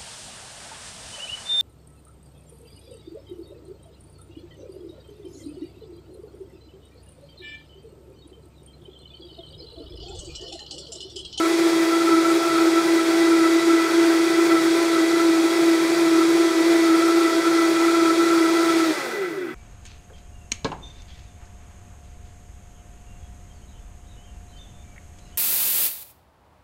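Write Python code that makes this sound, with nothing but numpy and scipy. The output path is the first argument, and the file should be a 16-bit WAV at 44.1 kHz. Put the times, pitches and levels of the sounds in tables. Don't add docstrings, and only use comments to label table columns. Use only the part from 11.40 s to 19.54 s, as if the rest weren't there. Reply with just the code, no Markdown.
import sys
import numpy as np
from scipy import signal
from scipy.fft import rfft, irfft
from scipy.io import wavfile

SR = 44100
rng = np.random.default_rng(int(sys.argv[2]) if len(sys.argv) > 2 else 0)


def generate_wav(sig):
    pcm = np.round(np.clip(np.atleast_2d(sig).T, -1, 1) * 32767).astype(np.int16)
    wavfile.write(sys.argv[1], SR, pcm)


N = 359136

FULL_HZ = 326.7
OFF_S = 7.51


def undb(db):
    return 10 ** (np.asarray(db) / 20)


def unit(x):
    return x / np.sqrt(np.mean(np.abs(x) ** 2))


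def curve(rows):
    return np.interp(np.arange(N) / SR, *np.transpose(rows))


def bumps(rows):
    t = np.arange(N) / SR
    return sum(height * 0.5 ** ((2 * (t - at) / length) ** 2) for at, length, height in rows)


def flutter(hz, size=32):
    at = np.arange(0, N + size, size)
    smooth = signal.butter(4, hz, fs=SR / size, output="sos")
    slow = signal.sosfilt(smooth, rng.standard_normal(len(at)))
    return np.interp(np.arange(N), at, unit(slow))


def colour(x, points):
    hz, db = np.transpose(points)
    f = np.maximum(np.arange(N // 2 + 1) * SR / N, 1)
    gain = undb(np.interp(np.log(f), np.log(hz), db))
    return unit(irfft(rfft(x) * gain, N))


def ring(x, hz, width):
    b, a = signal.iirpeak(hz, hz / width, fs=SR)
    return signal.lfilter(b, a, signal.lfilter(b, a, x))


def rumble(hz, width):
    return unit(ring(rng.standard_normal(N), hz, width))


def kitchen(x, wet_db, t60=0.35):
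    t = np.arange(SR // 2) / SR
    decay = np.exp(-np.log(1000) * t / t60)
    tail = rng.standard_normal(len(t)) * decay * (t > 0.003)
    echo = signal.fftconvolve(x, tail / np.linalg.norm(tail))[:N]
    return (x + undb(wet_db) * echo) / np.sqrt(1 + undb(2 * wet_db))


def tone(turns, multiple, rough, flutter_hz):
    angle = 2 * np.pi * multiple * turns
    in_step = (1 + rough * flutter(flutter_hz)) * np.cos(angle)
    out_of_step = rough * flutter(flutter_hz) * np.sin(angle)
    return unit(in_step + out_of_step)


def shaft(run_hz=331.96, wander_hz=1.0):
    # time_s, swing_hz
    surge_swing = [(.2, 2.9), (.9, 1.1), (2.0, 1.92), (4.2, 3.5), (5.4, 3.08), (6.4, 2.0), (7.4, 2.47)]
    first_surge_s, surges_per_s, quicken_per_s2 = 0.218, 2.466, 0.028
    coast_from_s, coast_ease_s, coast_tau_s = 7.5, 0.038, 0.59
    t = np.arange(N) / SR
    since = t - first_surge_s
    cycle = 2 * np.pi * (surges_per_s * since + quicken_per_s2 * since ** 2 / 2)
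    driven = run_hz + curve(surge_swing) * np.cos(cycle) + wander_hz * flutter(7.16)
    coasted_s = coast_ease_s * np.logaddexp(0, (t - coast_from_s) / coast_ease_s)
    return driven * np.exp(-coasted_s / coast_tau_s), np.sin(cycle)


def hum(turns, load, powered, load_db=0.86, waver_db=1.0):
    # time_s, level_db
    hum_level = [(0, -19.6), (1.0, -18.5), (2.0, -17.5), (3.0, -16.5), (3.7, -18.5), (5.4, -17.2),
                 (6.6, -18), (7.5, -19.5)]
    # centre_s, length_s at half depth, depth_db
    hum_dips = [(1.03, 0.13, 4.5), (1.42, 0.03, 8), (1.66, 0.06, 5), (2.23, 0.053, 6), (2.46, .1, 5.5),
                (2.92, 0.085, 4.5), (3.5, 0.22, 3.5), (4.15, 0.049, 4.5), (5.13, 0.071, 6.5),
                (5.91, 0.046, 10), (6.03, 0.037, 9)]
    db = curve(hum_level) + load_db * load + waver_db * flutter(8.5) - bumps(hum_dips)
    return tone(turns, 1, rough=0.12, flutter_hz=27.2) * undb(db) * powered


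def whine(turns, powered, waver_db=1.63):
    # multiple of shaft speed, level_db ahead of the waver, roughness 0-1
    overtones = [(2, -36, 0.19), (3, -42, 0.32), (4, -47.5, 0.9), (6, -41.2, .55), (10, -45.7, 0.5),
                 (11.7, -48.5, 0.5), (14, -48, 0.6), (16.4, -52, 0.4)]
    total = 0
    for multiple, db, rough in overtones:
        level = undb(db + waver_db * flutter(4))
        total = total + level * tone(turns, multiple, rough, flutter_hz=27.2)
    return powered * total


def coast(turns, speed, powered):
    loose_multiples = [(1, -39.5, 2.4), (2, -36.5, 1.04), (2.6, -46, -0.14), (3, -41.5, 1.5), (4, -46, .8)]
    # pitch_hz, width_hz, lift_db
    hz, width, lift_db = (372, 107, 15.1)
    shake = 0
    for multiple, db, fade in loose_multiples:
        from_centre = (multiple * speed * FULL_HZ - hz) / (width / 2)
        in_boom = 1 / (1 + from_centre ** 8)
        level = undb(db + lift_db * in_boom) * speed ** fade
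        shake = shake + level * tone(turns, multiple, rough=0.16, flutter_hz=29.8)
    return kitchen(shake * (1 - powered), wet_db=-11)


def howl_strength(attack_s=0.021, release_s=0.028, trim_db=-1.37, rest_db=-38.5):
    # hold_start_s, hold_length_s, level_db ahead of the shared trim
    fits = [(0.005, 0.049, -25), (0.51, 0.13, -26.5), (0.67, 0.13, -25), (0.857, 0.048, -26.5),
            (0.95, 0.119, -29.5), (1.1, 0.18, -24.5), (1.364, 0.048, -26), (1.579, 0.032, -26.5),
            (1.697, 0.059, -32), (1.826, 0.047, -30.5), (1.924, 0.15, -25.5), (2.134, 0.1, -28.5),
            (2.291, 0.194, -28), (2.629, 0.049, -33), (2.974, 0.063, -29), (3.115, 0.056, -24.5),
            (3.54, 0.029, -24), (3.76, 0.08, -27.5), (4.752, 0.07, -26), (5.447, 0.48, -26),
            (6.05, 0.21, -26), (6.352, 0.37, -25), (6.811, 0.28, -25), (7.171, 0.151, -27),
            (7.402, 0.059, -28)]
    t = np.arange(N) / SR
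    strength = undb(rest_db)
    for start, length, db in fits:
        before = np.maximum(start - t, 0) / attack_s
        after = np.maximum(t - start - length, 0) / release_s
        strength = np.maximum(strength, undb(db + trim_db) * np.exp(-(before + after)))
    return strength


def howl(turns, powered, hz=1335, width=100, locked=1.2, fitful_db=1.2):
    blades = tone(turns, 4, rough=0.55, flutter_hz=26)
    note = (rumble(hz, width) + locked * blades) * undb(fitful_db * flutter(26.0))
    return unit(note) * howl_strength() * powered


def rattle(turns, speed, scatter_db=7.5, late_s=0.000797, grit=0.16, fade=0.35):
    # pitch_hz, width_hz of each filter pass, relative level_db
    rings = [(1350, 140, 2), (1513, 130, 0), (1994, 90, 3.5), (2333, 410, -10), (3360, 230, -12.5)]
    # time_s, level_db
    rattle_level = [(0, -41.5), (1.8, -33), (2.6, -32), (4.2, -37), (7.4, -34)]
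    # centre_s, length_s at half height, lift_db
    clatters = [(7.6, .04, 2), (7.84, 0.053, 4), (8.03, 0.027, 2.5)]
    at = np.flatnonzero(np.diff(np.floor(turns)))
    chance = rng.standard_normal((len(at), 2))
    late = np.round(late_s * SR * chance[:, 0]).astype(int)
    knocks = np.zeros(N)
    knocks[np.clip(at + late, 0, N - 1)] = undb(scatter_db * np.minimum(chance[:, 1], 2))
    push = knocks + grit * rng.standard_normal(N)
    body = sum(undb(db) * ring(push, hz, width) for hz, width, db in rings)
    level = undb(curve(rattle_level) + bumps(clatters)) * speed ** fade
    return unit(kitchen(body, wet_db=1.0)) * level


def churn(speed, level_db=-31.5, boom_hz=362, boom_width=88, boom_db=-31, fade=1.43, boom_fade=1.8):
    # pitch_hz, relative level_db per Hz
    churn_spectrum = [(30, -27), (80, -25), (115, -19), (215, -9), (265, -18), (350, 10), (480, 0),
                      (760, 1.5), (1130, -4), (1600, -2.5), (2300, -6), (2850, -18.5), (6000, -22.5)]
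    slosh = colour(rng.standard_normal(N), churn_spectrum) * undb(level_db + 1.26 * flutter(16))
    boom = rumble(boom_hz, boom_width) * undb(boom_db)
    return kitchen(slosh * speed ** fade, wet_db=-10) + boom * speed ** boom_fade


def fan(speed, level_db=-31.5, fade=2.16, hiss_hz=4500, hiss_fade=2.9):
    # pitch_hz, relative level_db per Hz
    air_spectrum = [(300, -24), (1000, 0), (1800, -1.5), (2400, 5), (2880, -6), (3400, 0.5), (4600, 0),
                    (6300, -4), (8000, -6), (9800, -9.5), (10400, -13), (12000, -16.5), (15500, -58)]
    air = colour(rng.standard_normal(N), air_spectrum)
    rush = signal.sosfiltfilt(signal.butter(1, hiss_hz, fs=SR, output="sos"), air)
    hiss = air - rush
    flow = rush * speed ** fade + hiss * speed ** hiss_fade
    gusty = flow * undb(level_db + 0.36 * flutter(16))
    return kitchen(gusty, wet_db=-7, t60=0.3)


def windings(powered):
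    # pitch_hz, level_db
    mains_buzz = [(240, -70), (360, -39), (480, -51), (1200, -51.5)]
    t = np.arange(N) / SR
    return powered * sum(undb(db) * unit(np.sin(2 * np.pi * hz * t)) for hz, db in mains_buzz)


def worktop(speed, hz=155, width=50, level_db=-52.5, fade=0.39):
    return rumble(hz, width) * undb(level_db + 2.2 * flutter(8.7)) * speed ** fade


def scene():
    hz, load = shaft()
    turns, speed = np.cumsum(hz) / SR, hz / FULL_HZ
    powered = np.exp(-np.maximum(np.arange(N) / SR - OFF_S, 0) / 0.01)
    motor = hum(turns, load, powered) + whine(turns, powered) + coast(turns, speed, powered)
    jug = howl(turns, powered) + rattle(turns, speed) + churn(speed)
    background = fan(speed) + windings(powered) + worktop(speed)
    return (motor + jug + background)[None]


def record(dry, top_hz=15480):
    return signal.sosfilt(signal.ellip(10, 0.1, 80, top_hz, fs=SR, output="sos"), dry)


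dry = scene()
out = record(dry)
generate_wav(out)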